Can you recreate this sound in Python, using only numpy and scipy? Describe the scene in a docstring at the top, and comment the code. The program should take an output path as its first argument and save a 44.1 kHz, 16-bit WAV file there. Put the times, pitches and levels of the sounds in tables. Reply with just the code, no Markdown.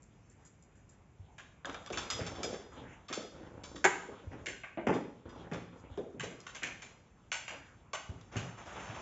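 """Cat and wand toy in a corridor

A cat chases a wand toy over the wooden floor of a narrow corridor while a person in socks steps about.
Claws skitter, paws and heels thump, the toy taps, a door is knocked once, and a sock slides at the end.
Contacts are noise bursts with echoes that excite resonators; cloth and friction are shaped noise.
The bare walls answer every contact; a phone hears it from a few metres away."""
import sys
import numpy as np
from scipy import signal
from scipy.fft import rfft, irfft, next_fast_len
from scipy.io import wavfile

SR = 44100
rng = np.random.default_rng(int(sys.argv[2]) if len(sys.argv) > 2 else 0)


def master(y):
    """Save y as 16-bit WAV."""
    cut = np.clip(np.atleast_2d(y).T, -1, 1)
    pcm = np.round(cut * 32767)  # scale
    wavfile.write(sys.argv[1], SR, pcm.astype(np.int16))


N = 397341
TIME = np.arange(N) / SR
AGE = np.arange(SR) / SR  # time since a contact [s]


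def undb(db):
    """Logarithmic level: decibels to amplitude gain."""
    return 10 ** (np.asarray(db) / 20)


def level(x, db):
    """Rms normalisation: a lasting sound at this level."""
    return x * undb(db) / np.sqrt(np.mean(x ** 2))


def attack(x, db):
    """Onset normalisation: a blow whose first 30 ms have this rms level."""
    return x * undb(db) / np.sqrt(np.mean(x[AGE < .03] ** 2))


def add(track, s, sound):
    """Superposition: mix a sound into the track from time s on."""
    start = int(np.clip(s * SR, 0, N - 1))
    track[start:start + len(sound)] += sound[:N - start]


def band(x, lo_hz, hi_hz, order=2):
    """Band limitation: pass only the range between two edges."""
    edges = np.clip(sorted([lo_hz, hi_hz]), 10, SR / 2 - 1)
    return signal.sosfilt(signal.butter(order, edges, "band", fs=SR, output="sos"), x)


def ring(x, modes):
    """Modal superposition: resonances (Hz, width Hz, dB) driven by x, with alternating sign."""
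    total = 0
    for k, (hz, width_hz, db) in enumerate(modes):
        mode = signal.lfilter(*signal.iirpeak(hz, hz / width_hz, SR), x)
        total = total + (-1) ** k * undb(db) * mode
    return total


def spot(x, lo_hz, hi_hz, width_hz, gain_db, count=4):
    """Local resonance: every struck spot adds a few short modes of its own."""
    places = (np.arange(count) + rng.random(count)) / count
    return x + ring(x, [(lo_hz * (hi_hz / lo_hz) ** p, width_hz, gain_db) for p in places])


def colour(x, points):
    """Spectral shaping: filter a lasting sound through (Hz, dB) points."""
    hz, db = np.transpose(points)
    size = next_fast_len(N)
    bins = np.maximum(np.fft.rfftfreq(size, 1 / SR), 1)
    gain = undb(np.interp(np.log(bins), np.log(hz), db))
    return irfft(rfft(x, size) * gain, size)[:N]


def walk(rate):
    """Slow random modulation: normal draws, rate per second, joined by straight lines."""
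    knots = rng.standard_normal(1000)
    return np.interp(TIME * rate, np.arange(len(knots)), knots)


def grains(rate, spread_db):
    """Poisson-like impulses: tiny contacts at random moments and of uneven size."""
    moments = rng.random(N) < rate / SR
    return moments * rng.standard_normal(N) * undb(spread_db * rng.standard_normal(N))


def wavering(points, rate, depth_db, count=14):
    """Friction noise: coloured noise whose bands swell and fade independently."""
    edges = np.geomspace(50, 9000, count + 1)
    noise = 0
    for lo, hi in zip(edges, edges[1:]):
        noise = noise + band(rng.standard_normal(N), lo, hi) * undb(depth_db * walk(rate))
    return colour(noise, points)


def swells(rows, attack_s, fade_db_per_s):
    """Power addition of envelopes (start, length, dB): each rises, holds and dies away."""
    power = 0
    for s, length_s, db in rows:
        rise = np.clip((TIME - s) / attack_s, 0, 1)
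        fade_db = fade_db_per_s * np.maximum(TIME - s - length_s, 0)
        power = power + (rise * undb(db - fade_db)) ** 2
    return np.sqrt(power)


# reverberation of the corridor: (band centre [Hz], time to decay by 60 dB [s])
WALL_DECAY = [(120, 0.61), (350, 0.58), (900, 0.53), (2200, 0.53), (4500, 0.61), (7000, 0.5)]


def corridor(direct_db, early_db, early_s):
    """Room impulse response: direct contact, a flurry off the near walls, then a diffuse tail."""
    centres_hz, t60 = np.transpose(WALL_DECAY)
    bins = np.log(np.maximum(np.fft.rfftfreq(SR, 1 / SR), 1))
    noise = rfft(rng.standard_normal(SR))
    tail = 0
    for share, t in zip(np.eye(len(centres_hz)), t60):
        # overlapping bands, each with its own decay
        part = irfft(noise * np.interp(bins, np.log(centres_hz), share), SR)
        tail = tail + part * np.exp(-np.log(1000) * AGE / t)
    reflections = (rng.random(SR) < 1500 / SR) * rng.standard_normal(SR)
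    early = reflections * np.exp(-AGE / max(early_s, 1 / SR))
    # a contact chatters for a millisecond or two, and its echoes need a moment to build up
    direct = rng.standard_normal(SR) * AGE * np.exp(-AGE / .0007)
    build = 1 - np.exp(-AGE / .002)
    parts = [(direct, direct_db), (early * build, early_db), (tail * build, 0)]
    return sum(undb(db) * part / np.linalg.norm(part) for part, db in parts)


# background spectrum before it is set to QUIET_DB: (frequency [Hz], relative density [dB])
QUIET_SPECTRUM = [(15, -40), (25, 2.5), (118, 4.5), (391, -8.5), (1230, -20.5), (1940, -23.5), (2300, -20),
                  (3450, -32.5), (4180, -37), (5700, -35), (6430, -30), (7600, -28), (9880, -76.5),
                  (16700, -120)]
QUIET_DB = -61.5  # rms before the wavering


def room_tone():
    """Stationary noise with slight modulation: the low, wavering background of the flat."""
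    return level(colour(rng.standard_normal(N), QUIET_SPECTRUM), QUIET_DB) * undb(0.56 * walk(5.8))


# bouts of scampering and shuffling; rustle level is before its random flicker:
# (start [s], length [s], rustle of clothes and fur [dB], light pattering [dB])
MOVEMENT_BOUTS = [(1.658, 0.072, -48.5, -50), (1.926, 0.57, -52, -49.5), (2.712, 0.18, -56, -56.5),
                  (3.318, 0.41, -65, -52.5), (4.036, 0.45, -62, -55), (5.249, 0.38, -64, -54),
                  (5.598, 0.32, -64, -57.5), (6.252, 0.67, -64.5, -66), (7.497, 0.046, -54, -57.5),
                  (8.052, 0.32, -66.5, -75.5)]
BOUT_ATTACK_S, BOUT_FADE_DB_PER_S = 0.012, 72.5
IDLE_RUSTLE_DB = -72.5  # clothes while the wand is waved, before the flicker
# spectrum of rubbing cloth, fur and sock: (frequency [Hz], relative density [dB])
CLOTH_SPECTRUM = [(60, -4.5), (120, -6), (230, -9), (430, -10), (750, -6), (1200, -9.5), (1900, -14.5),
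                  (2800, -18.5), (3500, -20.5), (4400, -32.5), (6500, -22.5), (7600, -27.5)]


def rustle():
    """Fibre friction: cloth and fur make broadband noise that swells with movement."""
    s, length_s, rustle_db, _ = np.transpose(MOVEMENT_BOUTS)
    bouts = swells(zip(s, length_s, rustle_db), BOUT_ATTACK_S, BOUT_FADE_DB_PER_S)
    stir = np.hypot(undb(IDLE_RUSTLE_DB), bouts)
    cloth = band(wavering(CLOTH_SPECTRUM, rate=15, depth_db=6.0), 350, 12000)
    flicker_db = 1.5 * walk(14)
    return level(cloth, 0) * stir * undb(flicker_db)


# faint ticks of the dangling toy: (time [s], level [dB])
DANGLE_TICKS = [(0.021, -66), (0.297, -68), (0.45, -61.5), (0.624, -68), (0.755, -73), (0.891, -65.5)]


def dangling():
    """High-frequency resonance: each faint tick rings near 7 kHz."""
    out = np.zeros(N)
    for s, db in DANGLE_TICKS:
        hit = corridor(direct_db=-0.5, early_db=6, early_s=0.027)
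        add(out, s, attack(ring(hit, [(7340, 1000, 0)]), db))
    return out


# soft heels flex the floor: (time [s], level [dB], pitch [Hz])
HEEL_FLEXES = [(1.194, -47.5, 91), (2.147, -47, 100), (2.205, -40, 102), (2.276, -49, 98),
               (4.268, -42, 82.3), (5.525, -47, 146), (5.906, -47, 79), (8.091, -40.5, 93.4),
               (8.361, -42.5, 119), (8.892, -47.5, 120.3)]


def heels():
    """Strongly damped oscillation: the floor gives way gradually and swings for only a few cycles."""
    out = np.zeros(N)
    for s, db, hz in HEEL_FLEXES:
        swing = np.sin(2 * np.pi * hz * AGE) * AGE * np.exp(-AGE / 0.006)
        echo = signal.fftconvolve(swing, corridor(direct_db=-13.0, early_db=-6, early_s=.02))[:SR]
        add(out, s, attack(swing + undb(-9.5) * echo, db))
    return out


# the toy strikes floor or wall:
# (time [s], rod ring [dB], board knock [dB], tip tick [dB], rod pitch [Hz])
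TOY_TAPS = [(1.381, -52.5, -59.5, -62, 1570), (1.928, -46, -50, -51.5, 2390),
            (4.459, -40, -57.5, -48.5, 2050), (4.634, -45.5, -52.5, -73, 2130),
            (4.773, -50, -50, -87, 2080), (6.1962, -41.5, -49, -51, 2040), (6.234, -50, -53.5, -52.5, 2180),
            (6.4658, -49, -59, -57, 1390), (6.548, -48.5, -55, -52, 2190), (6.631, -38, -64, -46.5, 2200),
            (6.82, -51, -58, -55.5, 2100), (7.3166, -36.5, -45.5, -42.5, 2230),
            (7.479, -44, -51, -53.5, 2250), (7.932, -42, -39.5, -46.5, 2030),
            (8.366, -46, -58, -49.5, 2520)]
# modes of a board under a hard point, also used by the claws: (frequency [Hz], width [Hz], gain [dB])
POINT_MODES = [(630, 186, 0), (835, 110, 3), (1185, 280, 2), (1718, 340, 0)]


def toy():
    """Impact excitation: each tap rings the thin rod, knocks the board under it and ticks at the tip."""
    out = np.zeros(N)
    for s, rod_db, board_db, tick_db, hz in TOY_TAPS:
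        hit = corridor(direct_db=-6.5, early_db=0, early_s=0.026)
        hit = spot(hit, lo_hz=900, hi_hz=7500, width_hz=70, gain_db=2, count=9)
        # a hard, ticking tap also wakes the rod's upper mode
        upper_db = 0.85 * (tick_db - rod_db)
        rod_modes = [(1560, 160, -3), (hz, 380, 0), (3200, 800, upper_db)]
        rod = band(ring(hit, rod_modes), 1000, 3560, order=4)
        board = band(ring(hit, POINT_MODES), 200, 1300)
        tick = band(ring(hit, [(6920, 2000, 0)]), 1900, 8200)
        add(out, s, attack(rod, rod_db) + attack(board, board_db) + attack(tick, tick_db))
    return out


# claws catch the boards: (time [s], board knock [dB], sharpness as tick over knock [dB])
CLAW_CATCHES = [(1.6467, -45.5, -34.5), (1.655, -51, -5), (1.696, -49.5, -15), (1.7438, -48, -14.5),
                (1.8615, -53, -6), (1.9017, -53, -10), (1.924, -59, 1), (1.973, -41.5, -5),
                (1.983, -46.5, -2), (2.1014, -44, 5), (2.2646, -51, 1), (2.352, -57, -5), (2.431, -47, 5),
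                (2.535, -53.5, -7), (3.0834, -53, -4.5), (3.1264, -44.5, 0.5), (3.635, -56.5, 2.5),
                (3.757, -55.5, -2), (4.938, -54, -5.5), (5.2905, -63.5, -6), (5.5308, -53.5, -5.5),
                (5.974, -56.5, -14.5), (6.403, -78, 17.5), (8.211, -70, 1)]
# the cat runs off down the corridor and comes back: (time [s], distance [m])
CAT_PATH = [(1.7, 1.6), (2.4, 6.7), (5.5, 11), (6.0, 2.4)]
ECHO_RADIUS_M = 3.4  # here a claw's direct sound equals its tail
CLICK_PER_SHARPNESS = 0.36  # dB of click over the knock for each dB of sharpness


def claws():
    """Point impact and direct-to-reverberant ratio: claws click and knock, drier when near."""
    out = np.zeros(N)
    for s, db, sharpness_db in CLAW_CATCHES:
        distance_m = np.interp(s, *np.transpose(CAT_PATH))
        direct_db = 20 * np.log10(ECHO_RADIUS_M / distance_m)
        hit = corridor(direct_db=direct_db, early_db=-0.5, early_s=0.017)
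        hit = spot(hit, lo_hz=961, hi_hz=7210, width_hz=48, gain_db=7.0, count=6)
        click = band(ring(hit, [(2110, 500, -2.9), (3480, 340, 1.0)]), 2400, 6500)
        board = band(ring(hit, POINT_MODES), 410, 2500)
        tick = band(hit, 4630, 7940, order=3)
        click_db = db + CLICK_PER_SHARPNESS * sharpness_db
        add(out, s, attack(click, click_db) + attack(board, db) + attack(tick, db + sharpness_db))
    return out


# padded paws land hard: (time [s], level [dB], pitch of the board [Hz])
PAW_LANDINGS = [(1.647, -50.5, 520), (1.902, -41.5, 350), (2.192, -41.5, 445), (2.391, -45, 312),
                (2.438, -41, 415), (2.488, -48, 430), (2.528, -41.5, 390), (3.101, -46.5, 288),
                (3.174, -39.5, 423), (3.402, -50.5, 280), (3.745, -49, 294), (4.086, -46.5, 392),
                (4.473, -48, 356), (4.773, -39, 610), (4.785, -41.5, 338), (5.974, -36.5, 393),
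                (6.144, -49, 245), (6.232, -43, 416), (6.309, -51, 352)]


def paws():
    """Soft impact: pads push the board too slowly to wake any treble."""
    out = np.zeros(N)
    for s, db, hz in PAW_LANDINGS:
        hit = corridor(direct_db=-3.0, early_db=0.0, early_s=0.024)
        board = ring(hit, [(hz, 0.21 * hz, 0), (700, 250, -13)])
        board = board + undb(-10.0) * band(hit, 160, 410)
        add(out, s, attack(band(board, 99, 900), db))
    return out


def patter():
    """Granular impacts: light paws give random soft contacts, echoed by the corridor."""
    s, length_s, _, patter_db = np.transpose(MOVEMENT_BOUTS)
    response = corridor(direct_db=3.5, early_db=3, early_s=0.0073)
    pads = signal.fftconvolve(grains(260, 3.5), response)[:N]
    bouts = swells(zip(s, length_s, patter_db), BOUT_ATTACK_S, BOUT_FADE_DB_PER_S)
    return level(band(pads, 48, 520), 0) * bouts


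# full footfalls and heavy landings:
# (time [s], thump [dB], boom before a common 5 dB cut [dB], slap [dB])
FOOTFALLS = [(2.2, -46, -41.5, -46.5), (2.769, -53.5, -54, -68), (3.1, -52.5, -62, -49.5),
             (4.317, -50.5, -51, -56.5), (4.868, -29, -37, -36), (4.892, -29, -43, -59),
             (5.35, -52, -55, -67), (5.514, -40.5, -38.5, -47), (6.17, -64, -47, -72),
             (6.621, -51, -56, -46), (8.088, -55, -54.5, -69), (8.355, -41.5, -36, -46)]
# board under a whole foot: (frequency [Hz], width [Hz], gain [dB])
FOOT_MODES = [(247.4, 110, 2.5), (345, 29, 1), (373, 73, 1), (600, 750, -9), (824, 77, -2.5)]
# standing waves of the corridor, also used by the door: (frequency [Hz], width [Hz], gain [dB])
STANDING_WAVES = [(115, 15, 4.5), (175.4, 8.7, 4)]
ROLL_S, ROLL_DB = 0.057, -10  # the ball of the foot comes down after the heel, and softer
# time the weight takes to settle at this thump; heavier is quicker
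SETTLE_S, SETTLE_AT_DB, SETTLE_HALVING_DB = 0.0097, -48, 34


def steps():
    """Force-driven modes: weight thumps boards, slaps the surface and booms; heel first, then ball."""
    out = np.zeros(N)
    for s, thump_db, boom_db, slap_db in FOOTFALLS:
        settle_s = SETTLE_S * 2 ** ((SETTLE_AT_DB - thump_db) / SETTLE_HALVING_DB)
        for start, gain in [(s, 1), (s + ROLL_S, undb(ROLL_DB))]:
            hit = corridor(direct_db=2.5, early_db=2.0, early_s=4.8 * settle_s)
            # the sole rolls on, so the force builds up gradually
            hit = hit * (1 - np.exp(-np.pi * AGE / settle_s))
            thump = attack(band(ring(hit, FOOT_MODES), 170, 1400, order=3), thump_db)
            boom = undb(-5.0) * attack(band(ring(hit, STANDING_WAVES), 39, 210), boom_db)
            slap = band(hit, 570, 2500, order=3) + undb(-18) * band(hit, 1500, 6700)
            add(out, start, gain * (thump + boom + attack(slap, slap_db)))
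    return out


# one hard knock on the door, with its rebound: (time [s], reference level of its parts [dB])
DOOR_CONTACTS = [(3.842, -28.5), (3.846, -30), (3.853, -28)]
# modes of the door panel: (frequency [Hz], width [Hz], gain [dB])
DOOR_MODES = [(370, 67, 2), (655, 47, -4.5), (802, 21, 6), (880, 160, -1.5), (994, 81, 2), (1020, 67, -3.5),
              (1265, 39, -5), (1602, 56, -5.5), (1595, 100, 1), (1820, 28, -11), (1910, 440, -11.5),
              (2230, 38, 0)]
DOOR_BOOM_DB = -23.5  # the corridor's boom, relative to the knock's reference level


def door():
    """Panel modes: a hard blow rings over a woody clatter; the treble crack fades over the rebound."""
    out = np.zeros(N)
    first_s = DOOR_CONTACTS[0][0]
    for s, db in DOOR_CONTACTS:
        hit = corridor(direct_db=0, early_db=4, early_s=.011)
        panel = band(ring(hit, DOOR_MODES), 310, 2400)
        clatter = band(hit, 560, 2650, order=3)
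        crack = band(ring(hit, [(7040, 750, 0)]), 5000, 9000)
        boom = band(ring(hit, STANDING_WAVES), 150, 260)
        hardness = np.exp(-(s - first_s) / 0.0064)
        add(out, s, attack(boom, db + DOOR_BOOM_DB))
        add(out, s, undb(1.0) * attack(panel, db))
        add(out, s, undb(-7.0) * attack(clatter, db))
        add(out, s, hardness * undb(-6.5) * attack(crack, db))
    return out


# a sock drags over the floor: (start [s], length [s], level of its steady friction [dB])
SOCK_DRAGS = [(8.314, 0.15, -51), (8.57, .04, -50.5), (8.652, 0.15, -49.5), (8.75, 0.21, -48),
              (8.94, 0.021, -48)]
DRAG_ATTACK_S, DRAG_FADE_DB_PER_S = 0.011, 88


def sock_drag():
    """Sliding friction: wavering noise mixed with many tiny slips."""
    friction = level(wavering(CLOTH_SPECTRUM, rate=42, depth_db=2.5), 0)
    slips = level(band(colour(grains(1400, 2), CLOTH_SPECTRUM), 700, 6000), -7)
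    return (friction + slips) * swells(SOCK_DRAGS, DRAG_ATTACK_S, DRAG_FADE_DB_PER_S)


def scene():
    """Mid-side superposition: nearly mono, with a flickering side part that widens the treble."""
    mid = room_tone() + rustle() + dangling() + heels() + toy() + claws() + paws() + patter()
    mid = mid + steps() + door() + sock_drag()
    # a phase-shifted, randomly flickering side part widens the treble above about 4 kHz
    shifted = signal.hilbert(mid, next_fast_len(N))[:N].imag
    treble = colour(shifted, [(3500, -70), (4200, -20), (5000, -9.5), (7500, -12)])
    side = treble * np.tanh(2 * walk(15))
    return np.array([mid + side, mid - side])


TOP_HZ = 7560  # upper limit of the phone


def record(dry):
    """Band-limited reception: the phone thins the deepest bass and cuts the top steeply."""
    thinned = signal.sosfilt(signal.butter(6, 39, "high", fs=SR, output="sos"), dry)
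    return signal.sosfilt(signal.ellip(10, .2, 70, TOP_HZ, fs=SR, output="sos"), thinned)


dry = scene()
out = record(dry)
master(out)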